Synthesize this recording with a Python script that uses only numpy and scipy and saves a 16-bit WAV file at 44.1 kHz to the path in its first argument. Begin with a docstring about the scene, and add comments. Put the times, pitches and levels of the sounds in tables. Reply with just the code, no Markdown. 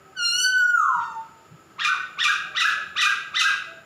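"""A yard with a hard roof. A caged laughingthrush gives one long whistle, reedy at first, then pure
and falling, and five harsh barks. Each bark sweeps up, breaks into a rasp of uneven cycles on the way
down and ends in a clear hoot. Roof and walls ring after every note. Under it: faint outdoor air,
far calls and soft knocks as the bird shifts on its perch. Gain control holds down the loud notes."""
import sys
import numpy as np
from scipy import signal
from scipy.fft import rfft, irfft
from scipy.io import wavfile
from scipy.ndimage import uniform_filter1d, minimum_filter1d

SR = 44100
rng = np.random.default_rng(int(sys.argv[2]) if len(sys.argv) > 2 else 0)


def store_wav(level_fs):
    """Save 16-bit WAV to argv[1]."""
    pcm = np.round(np.clip(np.atleast_2d(level_fs), -1, 1) * 32767)
    wavfile.write(sys.argv[1], SR, pcm.T.astype(np.int16))


N = 169785
TOP_HZ = 15500


def whistle(t, jitter=0.0031, jitter_hz=70):
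    """One long note: reedy overtones give way to a pure tone that slides down."""
    # pitch contour: t/s, f/Hz
    contour = [(0.157, 1544), (0.198, 1425), (0.261, 1390), (0.301, 1400), (0.359, 1451), (0.421, 1491),
               (0.478, 1515), (0.551, 1507), (0.632, 1454), (0.722, 1449), (0.759, 1406), (0.802, 1271),
               (.85, 1110), (0.898, 1046), (.96, 951.7), (1.041, 914.2), (1.198, 896.7)]
    # effort: t/s, pure level/dB, reed level/dB, reed treble tilt/(dB/octave)
    effort = [(0.152, -48, -74, -30), (0.171, -33.5, -34, -11), (0.249, -24.5, -19, -7),
              (.32, -39.5, -25.5, -4), (.44, -17, -19, 1.5), (0.486, -29, -20.5, -17),
              (.53, -25.5, -42, -13), (.57, -8, -62.5, 5), (.7, -15, -60.5, -23), (.78, -6.5, -85.5, -3),
              (0.879, -23, -82, 17.5), (0.971, -26.5, -56.5, -13), (1.06, -30.5, -56.5, -4),
              (1.162, -28, -64, -19), (1.22, -68.5, -87, -12)]
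    # colour of the reedy overtones: f/Hz, level/dB
    reed_colour = [(1800, -1.5), (2900, -4.5), (4300, -5.5), (5800, -5.5), (7200, -16.5), (8800, -16),
                   (10300, -23), (13200, -31), (15200, -33.5)]
    # faint overtones of the pure tone at its loudest: f/Hz, level/dB re the tone
    pure_colour = [(1850, -34), (2300, -46.5), (2750, -39.5), (3000, -30), (3650, -38), (4500, -68),
                   (5600, -42), (6400, -27), (7300, -29.5), (8500, -53), (11000, -53), (14500, -42)]
    pitch_s, pitch_hz = np.array(contour).T
    hz = uniform_filter1d(np.interp(t, pitch_s, pitch_hz), size=1100)
    hz *= 1 + jitter * waver(jitter_hz)
    effort_s, pure_db, reed_db, tilt_db = np.array(effort).T
    on = (t > effort_s[0]) & (t < effort_s[-1])
    pure_gain = undb(np.interp(t, effort_s, pure_db)) * on
    reed_gain = undb(np.interp(t, effort_s, reed_db)) * on
    push = np.sqrt(pure_gain / pure_gain.max())  # softer is purer
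    pure = tone(hz) + push * overtones(hz, pure_colour, count=9)
    reed = overtones(hz, reed_colour, np.interp(t, effort_s, tilt_db), count=10)
    return pure_gain * pure + reed_gain * reed


def bark(t, start_s, stretch, arch, dip, hoot, level_db, bright_db, hoot_db, treble_db, harsh):
    """Arch, dip, hoot; on the slopes the cycles jitter and alternate strong and weak."""
    # one bark: t/s, f/Hz, fundamental/dB, overtones/dB, treble tilt/(dB/octave), rasp/1
    gesture = [(-.001, 1095, -41, -51, -20, 0.14), (.01, 1230, -23.5, -29, -10.5, 0.35),
               (.025, 1755, -27.5, -12.5, -14, 0.42), (.039, 2011, -16, -18.5, -9, 0.05),
               (.051, 1956, -22.5, -11.5, -11, 0.08), (0.06, 1550, -24, -12.5, 1, .5),
               (.078, 1265, -17.5, -15.5, 2, 0.06), (.095, 1308, -17, -34.5, -30, .1),
               (0.11, 1590, -7, -46, 24.5, 0.05), (.127, 1638, -8, -19, 0, 0.02),
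               (.146, 1280, -15.5, -19.5, 1.5, 0.03), (.165, 1091, -27.5, -33, -15, 0.73)]
    # throat colour of the overtones: f/Hz, level/dB
    throat = [(2100, 3), (2550, 2), (3100, -8), (3700, -3), (4400, -14.5), (5700, -11), (7200, -18.5),
              (8200, -28), (10000, -26), (12500, -41), (15500, -37)]
    arch_dip_hoot_s = [.045, .083, .115]  # before stretch
    jitter, doubling, rasp_hz = 0.051, .5, 370
    knot_s, pitch_hz, low_db, high_db, tilt_db, rasp = np.array(gesture).T
    age = (t - start_s) / stretch
    on = (age > knot_s[0]) & (age < knot_s[-1])

    def curve(column):
        return uniform_filter1d(np.interp(age[on], knot_s, column), size=220)

    def by_part(*values):
        return np.interp(age[on], arch_dip_hoot_s, values)

    rough = harsh * curve(rasp)
    hz = curve(pitch_hz) * by_part(arch, dip, hoot)
    hz *= 1 + jitter * rough * waver(rasp_hz)[on]
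    uneven = waver(rasp_hz)[on] + doubling * tone(hz / 2)
    upper = overtones(hz, throat, curve(tilt_db) + treble_db) * (1 + rough * uneven)
    voice = undb(curve(low_db)) * tone(hz) + undb(curve(high_db) + bright_db) * upper
    out = np.zeros(N)
    out[on] = undb(level_db + by_part(0, 0, hoot_db)) * voice
    return out


def tone(hz):
    """Unit-rms sine on a moving pitch."""
    return np.sqrt(2) * np.sin(2 * np.pi * np.cumsum(hz) / SR)


def overtones(hz, colour, tilt_db_oct=0, count=14, tilt_from_hz=3720):
    """Harmonics from the second up, weighted by the throat, tilted by effort."""
    phase = 2 * np.pi * np.cumsum(hz) / SR
    out = 0
    for k in np.arange(count) + 2:
        octaves = np.log2(np.maximum(k * hz / tilt_from_hz, 1))
        level_db = log_interp(k * hz, colour) + tilt_db_oct * octaves
        out += undb(level_db) * (k * hz < TOP_HZ) * np.sin(k * phase)
    return np.sqrt(2) * out


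def yard(x, direct_db=-1, tail_db=-6, build_s=0.032, echoes=40, spread_s=.05):
    """Direct sound, scattered echoes off roof and walls, and a tail that rings longest in the mids."""
    # ring time: f/Hz, T60/s
    ring = [(500, 0.25), (1400, 0.62), (3000, 0.58), (6000, 0.45), (11000, 0.45), (16000, 0.25)]
    band_hz, band_t60_s = np.array(ring).T
    age_s = np.arange(SR) / SR
    white = rfft(rng.standard_normal(SR))
    tail = 0
    for t60_s, share in zip(band_t60_s, np.eye(len(ring))):
        band = log_interp(bins_hz(SR), list(zip(band_hz, share)))
        tail += irfft(white * band, SR) * undb(-60 * age_s / t60_s)
    tail *= 1 - np.exp(-age_s / build_s)
    lag = rng.random(echoes)
    delay_s = .002 + spread_s * lag
    early = np.zeros(SR)
    early[(delay_s * SR).astype(int)] = rng.standard_normal(echoes) * np.exp(-lag)
    response = undb(tail_db) * tail / np.linalg.norm(tail) + early / np.linalg.norm(early)
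    return undb(direct_db) * x + signal.fftconvolve(x, response)[:N]


def perch(t, gain_db=6):
    """Soft knocks and rustles as the bird shifts."""
    # noise bursts: t/s, length/s, f/Hz, width/Hz, level/dB before gain
    bumps = [(.99, .1, 150, 80, -57), (1.025, .04, 2900, 1600, -55), (1.53, .06, 135, 80, -51)]
    return undb(gain_db) * swells(t, bumps)


def far_calls(t, gain_db=-2):
    """Faint calls, blurred by distance."""
    # calls: t/s, length/s, f/Hz, width/Hz, level/dB before gain
    calls = [(.02, .2, 386, 20, -54), (.1, .16, 765, 30, -59), (.42, .14, 386, 25, -58),
             (1.68, .2, 330, 25, -59), (2.48, .1, 760, 70, -52), (2.52, .1, 615, 40, -56),
             (2.8, .14, 660, 260, -53), (3.78, .22, 658, 25, -50)]
    return undb(gain_db) * swells(t, calls)


def air(level_db=-51.5, swell_db=-0.5, flicker_db=0.8, bands=9):
    """Outdoor air: octave bands swell together and flicker alone, the low ones most."""
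    # air spectrum: f/Hz, relative density/dB
    colour = [(25, -43.5), (50, -29), (80, -8.5), (115, -10.5), (155, -4.5), (260, -12), (380, -7),
              (500, -13), (760, -12), (1050, -18), (1200, -12), (1290, 1.5), (1400, -17), (1530, -11.5),
              (1900, -19.5), (2700, -20), (4000, -28), (5300, -27), (6200, -36.5), (7100, -17.5),
              (7700, -36), (8300, -41), (10500, -34.5), (13300, -38), (15200, -38)]
    hz = bins_hz(N)
    spectrum = rfft(noise(undb(log_interp(hz, colour))))
    octave = np.clip(np.log2(np.maximum(hz, 1) / 60), 0, bands - 1)
    out = 0
    for k in range(bands):
        band = irfft(spectrum * np.maximum(1 - abs(octave - k), 0), N)
        out += band * undb(flicker_db * waver(hz=6) / (1 + k / 6))
    return out * undb(level_db + swell_db * waver(hz=0.67))


def swells(t, table):
    """Noise bands that rise and fade."""
    out = 0
    for peak_s, length_s, hz, width_hz, level_db in table:
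        envelope = np.exp(-(2 * (t - peak_s) / length_s) ** 2)
        band = 1 / (1 + (2 * (bins_hz(N) - hz) / width_hz) ** 4)
        out += undb(level_db) * envelope * noise(band)
    return out


def waver(hz):
    """Unit-rms wobble, rolled off above hz."""
    return noise(1 / (1 + (bins_hz(N) / hz) ** 4))


def noise(gain):
    """Unit-rms noise shaped by a gain per bin."""
    white = rng.standard_normal((N // 2 + 1, 2)) @ [1, 1j]
    x = irfft(white * gain, N)
    return x / x.std()


def log_interp(hz, points):
    """Read (f/Hz, value) points on a log-frequency axis."""
    knot_hz, values = np.array(points).T
    return np.interp(np.log(np.maximum(hz, 1)), np.log(knot_hz), values)


def bins_hz(size):
    return np.arange(size // 2 + 1) * SR / size


def undb(db):
    return 10 ** (np.asarray(db) / 20)


def scene(voice_db=-2):
    """The bird turns its head between notes, so each takes its own paths round the yard."""
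    # barks: t/s, factors on length and on arch, dip and hoot pitch,
    # offsets to level/dB, overtones/dB, hoot/dB and treble tilt/(dB/octave), rasp factor
    barks = [(1.782, 1.004, 0.94, 0.93, 0.93, -5, -5.5, -6, -2.5, 2.75),
             (2.177, 1.014, 0.95, 0.92, 1.01, -4, 0.5, -5.5, -1.5, 0.99),
             (2.545, 1.0, 1.0, 0.98, 1.047, -2.5, -0.5, -4, -1.5, 1.47),
             (2.956, .98, .99, .94, 1.0, -2, 0.5, -8, 0, 1.01),
             (3.335, 1.07, 1.01, 1, 1.0, -2, 1, -7, -0.5, 1.12)]
    t = np.arange(N) / SR
    notes = [whistle(t)] + [bark(t, *row) for row in barks]
    bird = undb(voice_db) * sum(yard(note) for note in notes)
    return (bird + air() + far_calls(t) + perch(t))[None]


def record(dry, knee_db=-17, slope=.8):
    """Gain control ducks loud notes and the air under them; the recorder cuts the top."""
    power = np.maximum(uniform_filter1d(dry ** 2, size=200), 0) / undb(knee_db) ** 2
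    gain = (1 + power ** 2) ** (-slope / 4)
    held = minimum_filter1d(gain, size=1500)
    smooth_gain = uniform_filter1d(held, size=1000)
    lowpass = signal.ellip(10, .2, 80, TOP_HZ, fs=SR, output="sos")
    return signal.sosfilt(lowpass, dry * smooth_gain)


dry = scene()
out = record(dry)
store_wav(out)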